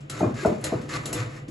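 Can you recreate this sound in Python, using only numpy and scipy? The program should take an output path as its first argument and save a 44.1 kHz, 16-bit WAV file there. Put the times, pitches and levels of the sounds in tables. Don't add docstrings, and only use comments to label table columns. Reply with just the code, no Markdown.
import sys
import numpy as np
from scipy import signal
from scipy.fft import rfft, irfft
from scipy.io import wavfile

SR = 44100
rng = np.random.default_rng(int(sys.argv[2]) if len(sys.argv) > 2 else 0)


def to_wav(sig):
    pcm = np.clip(np.atleast_2d(sig), -1, 1) * 32767
    pcm = np.round(pcm).astype(np.int16)
    wavfile.write(sys.argv[1], SR, pcm.T)


def ratio_of_db(decibels):
    return 10 ** (np.asarray(decibels, float) / 20)


N = 66150

# pitch_hz, level_db, t60_s
TABLE_MODES = [(89, -57, 0.092), (121.8, -2.5, 0.4), (132, -37, 0.076), (220, -8.5, 0.15), (254, -8, 0.1),
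               (316.4, 2, 0.22), (385, -2, 0.15), (402, 0.5, 0.037), (500.4, 0.5, 0.16), (596.5, -9, 0.32),
               (661, -5.5, 0.074), (800, -21, 0.043), (880, -45, 0.036), (1330, 4, 0.009)]


def at_hz(points, hz):
    table_hz, values = np.transpose(points)
    return np.interp(np.log(np.maximum(hz, 1)), np.log(table_hz), values)


def rms_one(x):
    return x / np.sqrt(np.mean(x ** 2) + 1e-20)


def filtered_noise(order, hz, kind):
    return signal.sosfilt(signal.butter(order, hz, kind, fs=SR, output="sos"), rng.standard_normal(N))


def colour(x, spectrum):
    size = 4096
    cepstrum = irfft(np.log(ratio_of_db(at_hz(spectrum, np.arange(size // 2 + 1) * SR / size))))
    cepstrum[1:size // 2] *= 2
    cepstrum[size // 2 + 1:] = 0
    response = irfft(np.exp(rfft(cepstrum)))
    out = signal.fftconvolve(np.atleast_2d(x), response[None], axes=-1)
    return out[..., :N].reshape(np.shape(x))


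def ring(x, hz, t60):
    r, w = ratio_of_db(-60 / (t60 * SR)), 2 * np.pi * hz / SR
    return signal.lfilter([0, np.sin(w)], [1, -2 * r * np.cos(w), r * r], x + 1e-18)


def peak(x, hz, width):
    r = np.exp(-np.pi * width / SR)
    poles = [1, -2 * r * np.cos(2 * np.pi * hz / SR), r * r]
    return signal.lfilter([(1 - r * r) / 2, 0, (r * r - 1) / 2], poles, x)


def decays(start_s, level_db, t60):
    jumps = np.zeros(N)
    jumps[(start_s * SR).astype(int)] = ratio_of_db(level_db)
    return signal.lfilter([1], [1, -ratio_of_db(-60 / (t60 * SR))], jumps + 1e-18)


def strikes(times, levels_db, modes, spread_db):
    chatter_s = 0.003
    out = np.zeros(N)
    luck = rng.standard_normal((len(times), len(modes)))
    late = rng.random((len(times), len(modes)))
    for k, (hz, db, t60) in enumerate(modes):
        clicks = np.zeros(N)
        starts = ((times + chatter_s * late[:, k]) * SR).astype(int)
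        clicks[starts] = ratio_of_db(levels_db + db + spread_db * luck[:, k])
        out += ring(clicks, hz, t60)
    return out


def swings(rows):
    out, t = np.zeros(N), np.arange(N) / SR
    for start_s, db, hz, cycles in rows:
        turn = np.clip((t - start_s) * hz / cycles, 0, 1)
        out -= ratio_of_db(db) * np.sin(np.pi * turn) ** 2 * np.sin(2 * np.pi * hz * (t - start_s))
    return out


def hush():
    # pitch_hz, level_db (per Hz)
    floor = [(30, 0.5), (70, -11.5), (140, -17), (300, -18), (950, -37.5), (3300, -41), (8000, -75),
             (12000, -75)]
    # pitch_hz, level_db (peak)
    hums = [(135.3, -43), (146.1, -41)]
    t = np.arange(N) / SR - 0.04
    air = rms_one(colour(rng.standard_normal((2, N)), floor))
    return ratio_of_db(-38.5) * air + sum(ratio_of_db(db) * np.sin(2 * np.pi * hz * t) for hz, db in hums)


def rumble():
    # time_s, level_db
    lean = [(.08, -15), (.11, -3.5), (.19, 0.5), (.6, -5), (0.658, 6.5), (.72, 1.5), (.88, -3), (0.952, 4),
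            (1.04, -2.5), (1.09, 4), (1.15, 6), (1.23, -2), (1.3, -4.5), (1.46, -8)]
    shake = rng.standard_normal(N) * ratio_of_db(np.interp(np.arange(N) / SR, *np.transpose(lean)))
    damping = 0.46
    table = sum(ratio_of_db(db) * ring(shake, hz, t60 * damping) for hz, db, t60 in TABLE_MODES)
    return ratio_of_db(-40) * rms_one(table)


def clinks():
    # start_s, level_db, crack_db (over the ring)
    hits = [(.006, -61.5, 9.5), (0.0974, -34, 4), (0.19, -41.5, 1), (.247, -58.5, 10.5),
            (0.3418, -57, 14.5), (0.459, -41.5, 3.5), (0.611, -49, -10), (0.6405, -24, -2), (.815, -53, 8),
            (0.8918, -51.5, 16.5), (1.056, -29.5, -0.5), (1.128, -24, -3.5), (1.155, -53.5, 12),
            (1.3613, -64.5, 13), (1.482, -51, 7)]
    # pitch_hz, level_db, t60_s
    glass = [(1920, -16, 0.053), (2755, -8, 0.054), (4092, -2.5, 0.026), (5230, -9.5, 0.05),
             (6200, -16, 0.041), (6654, -9, 0.069), (6970, -4, 0.045), (7240, -2.5, 0.041),
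             (7840, 1, 0.039), (8330, 0.5, 0.042), (9600, 4.5, 0.044), (10000, -4.5, 0.1), (10790, -5, 0.1),
             (11550, -4, 0.075)]
    # pitch_hz, level_db (per Hz)
    crack_colour = [(600, 3.5), (1500, 5.5), (3000, 1.5), (4200, 4), (7500, 5), (10000, 1.5), (12000, -30),
                    (13500, -20)]
    start_s, db, crack_db = np.transpose(hits)
    shape = decays(start_s, db + crack_db - 4.5, t60=0.1)
    noise = rng.standard_normal(N)
    crack = colour(shape * noise, crack_colour) / np.std(colour(noise, crack_colour))
    return crack + strikes(start_s, db - 7, glass, spread_db=2)


def thuds():
    # start_s, level_db, pitch_hz, cycles
    first_knock = [(.205, -18, 800, 6.7), (0.206, -30, 1300, 14), (.208, -18.5, 374, 2.7),
                   (0.211, -14.5, 179, 1.6), (.212, -18.5, 643, 7.1), (0.2251, -12, 287, 3.2),
                   (.227, -16.5, 654, 8.), (.234, -12.5, 199, 2.15), (0.239, -24.5, 1098, 9.7),
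                   (.242, -15.5, 333, 3.86), (.246, -23.5, 615, 5.5), (0.249, -18.5, 116.4, 4.6),
                   (.254, -21.5, 400, 4.8), (.256, -27, 223, 3.6), (.262, -29.5, 610, 11.5),
                   (.268, -19.5, 252.6, 7.3), (0.284, -34, 207, 4.2), (.295, -33, 374, 4.8),
                   (0.301, -29, 221, 6), (0.319, -32.5, 120, 6.)]
    # start_s, level_db, pitch_hz, cycles
    second_knock = [(.425, -26.5, 373, 9.2), (0.447, -22.5, 1385, 11), (.4485, -14.5, 790, 4.4),
                    (.449, -14.5, 211, 3.8), (.451, -11, 638, 7.7), (.452, -15, 440, 4.9),
                    (0.461, -21, 85, 2.54), (.464, -14.5, 505, 3.16), (.464, -21, 702, 18),
                    (.473, -17, 393, 4.64), (.482, -17.5, 331, 3.14), (.492, -20, 387, 4.4),
                    (.494, -24.5, 612, 9.9), (.497, -21, 202, 2.46), (.51, -20, 212, 5.4),
                    (.52, -18.5, 349, 3.6), (.534, -31, 624, 17.3), (.537, -26.5, 350, 5.3),
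                    (.548, -27, 216, 7.1), (.568, -29, 582, 4.8), (0.571, -43, 210, 4.1)]
    # start_s, level_db, pitch_hz, cycles
    third_knock = [(.72, -25.5, 880, 3.4), (.72, -17, 253, 3.24), (.722, -19, 663, 8.3),
                   (.726, -19.5, 485, 6.1), (.732, -28, 198, 2.3), (.734, -23, 649, 6.8),
                   (.736, -19.5, 317, 4.4), (0.746, -21.5, 133, 2.5), (.752, -34, 303, 6),
                   (.766, -24.5, 330, 4.4), (0.791, -27, 147, 2.6)]
    # start_s, level_db, pitch_hz, cycles
    soft_swings = [(.03, -44.5, 297, 8.6), (.096, -34, 332, 3.8), (.64, -34.5, 598, 15),
                   (0.816, -34, 255.4, 11.3), (0.851, -41, 139, 4.3), (.91, -36.5, 318.9, 19),
                   (0.946, -32.5, 144, 4.7), (.98, -30, 147, 7.4), (1.099, -28, 138, 7.1),
                   (1.13, -36, 487.4, 30), (1.155, -32, 319, 9.), (1.169, -25.5, 117.5, 8.5),
                   (1.21, -38, 321, 11.6), (1.24, -30.5, 118.5, 6.), (1.483, -27.5, 263, 3.3)]
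    push = swings(first_knock + second_knock + third_knock + soft_swings)
    table = np.zeros(N)
    for k, (hz, db, t60) in enumerate(TABLE_MODES):
        table += (-1) ** k * ratio_of_db(db) * hz / SR * ring(push, hz, t60)
    rattle_t60_s = 0.16
    energy = signal.lfilter([1], [1, -ratio_of_db(-120 / (rattle_t60_s * SR))], push ** 2 + 1e-18)
    shaken = np.sqrt(energy / SR * 100)
    grit = rms_one(filtered_noise(3, [540, 1300], "band"))
    return ratio_of_db(-0.4) * push + ratio_of_db(-13) * table + ratio_of_db(-18) * shaken * grit


def teeth_rasp():
    # time_s, level_db
    pressure = [(0.089, -67), (0.124, -46), (0.193, -42), (.25, -51), (.34, -57.5), (0.371, -43),
                (0.422, -40.5), (0.602, -55.5), (0.678, -44), (0.876, -57), (0.9, -41), (0.967, -36),
                (0.98, -49), (1.12, -48.5), (1.196, -39), (1.287, -54), (1.37, -50), (1.46, -69)]
    # start_s, level_db (peak)
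    bites = [(.652, -41), (.668, -30), (0.897, -45), (.919, -37), (.929, -37), (.9387, -30), (0.947, -35),
             (.955, -35), (0.9615, -32.5), (.968, -31), (1.144, -34), (1.163, -34), (1.178, -34),
             (1.19, -45), (1.204, -35), (1.215, -46.5), (1.228, -42)]
    # pitch_hz, width_hz, level_db
    steel = [(1152, 38, 9.5), (1256, 42, 8.5), (1780, 67, -8), (2065, 45, -23), (2440, 69, 2),
             (3617, 92, -7), (4150, 32, -25), (5470, 53, -8), (6200, 140, -6.5), (7030, 140, -3)]
    # pitch_hz, level_db (per Hz)
    rasp_colour = [(400, -2.5), (780, -10), (1150, -2.5), (2100, 1.5), (3200, -11.5), (4500, -8),
                   (7500, -13.5), (12000, -21)]
    start_s, bite_db = np.transpose(bites)
    level = ratio_of_db(np.interp(np.arange(N) / SR, *np.transpose(pressure)))
    level = level + decays(start_s, bite_db - 9.5, t60=0.034)
    teeth_per_s = 2500
    teeth = rms_one(rng.choice([-1, 1], N) * (rng.random(N) < teeth_per_s / SR))
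    sheet = sum(ratio_of_db(db) * peak(teeth * level, hz, width) for hz, width, db in steel)
    plain = colour(teeth * level, rasp_colour) / np.std(colour(teeth, rasp_colour))
    return plain + ratio_of_db(6) * sheet


def pings():
    # start_s, level_db, pitch_hz, t60_s
    catches = [(.12, -40, 1330, 0.67), (.193, -38, 6400, .07), (.222, -41, 2440, 0.2),
               (.39, -33, 1632, 0.13), (.66, -37, 1888, 0.13), (0.926, -35.5, 4150, 0.15),
               (.935, -42, 2065, 0.22), (1.06, -37, 10790, .06), (1.133, -36, 10790, 0.041),
               (1.054, -28, 3750, 0.041), (1.056, -47, 2720, 0.17), (1.155, -39, 3560, 0.099),
               (1.36, -39, 1840, 0.089)]
    start_s, db, hz, t60 = np.array(catches).T[:, :, None]
    after = np.maximum(np.arange(N) / SR - start_s, 0)
    rise_s = 0.0042
    swell = 1 - np.exp(-after / rise_s)
    return (ratio_of_db(db - 60 * after / t60) * swell * np.sin(2 * np.pi * hz * after)).sum(axis=0)


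def squeaks():
    # start_s, level_db, pitch_hz, cycles
    drags = [
        (.938, -40, 1152, 17),
        (.952, -29.5, 1152, 27),
        (.977, -37, 1152, 32),
    ]
    flutter = rms_one(filtered_noise(2, 120, "low"))
    return swings(drags) * (1 + 0.29 * flutter)


def kitchen(x):
    # pitch_hz, t60_s
    room_t60 = [(100, 0.42), (400, 0.39), (1500, 0.33), (5000, 0.21), (12000, 0.16)]
    gap_s = 0.0022
    t, tail = np.arange(SR // 2) / SR, 0
    fade_in = np.clip(t / gap_s - 1, 0, 1)
    white = rng.standard_normal((2, SR // 2))
    edges = 40 * 2. ** np.arange(10)
    for low, high in zip(edges, edges[1:]):
        band = signal.sosfilt(signal.butter(2, [low, high], "band", fs=SR, output="sos"), white)
        t60 = at_hz(room_t60, np.sqrt(low * high))
        unit_energy = np.sqrt(2 * np.log(1000) / t60 / SR)
        tail = tail + band * ratio_of_db(-60 * t / t60) * fade_in * unit_energy
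    return signal.fftconvolve(x[None], tail, axes=1)[:, :N]


def scene():
    clink, thud, ping = clinks(), thuds(), pings()
    stroke = rumble() + teeth_rasp() + squeaks()
    wet = ratio_of_db(3.5) * stroke + ratio_of_db(7.5) * clink + ratio_of_db(1.5) * thud + ratio_of_db(-4) * ping
    return stroke + clink + ping + thud + kitchen(wet) + hush()


def top_cut(x):
    return signal.sosfilt(signal.butter(12, 12850, fs=SR, output="sos"), x)


def record(dry):
    # pitch_hz, side_gain_db
    width = [(70, -24), (600, 6), (3000, 5.5), (4400, -9), (5600, 1), (6800, -27), (9000, -27),
             (12000, -24)]
    # pitch_hz, left_over_right_db
    tilt = [(150, 0), (550, 2), (1900, -.3), (3100, 4.5), (4300, 2.5), (5600, 4.5), (6700, .5), (7500, 0)]
    # pitch_hz, phase_turns
    port_turns = [(7200, 0), (7750, .2), (8250, .36), (8450, .5), (9550, .5), (9850, .72), (10800, 1)]
    dry = signal.sosfilt(signal.butter(3, 68, "high", fs=SR, output="sos"), dry)
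    dry = signal.sosfilt(signal.cheby2(12, 32, 11450 * 1.04, fs=SR, output="sos"), dry)
    left, right = rfft(dry, 2 * N)
    hz = np.arange(N + 1) * SR / (2 * N)
    mid = (left + right) / 2
    side = (left - right) / 2 * ratio_of_db(at_hz(width, hz))
    to_left = ratio_of_db(at_hz(tilt, hz) / 2) * np.exp(-1j * np.pi * at_hz(port_turns, hz))
    to_right = np.conj(to_left) / np.abs(to_left) ** 2
    mix = irfft(np.array([(mid + side) * to_left, (mid - side) * to_right]))[:, :N]
    return top_cut(mix)


dry = scene()
out = record(dry)
to_wav(out)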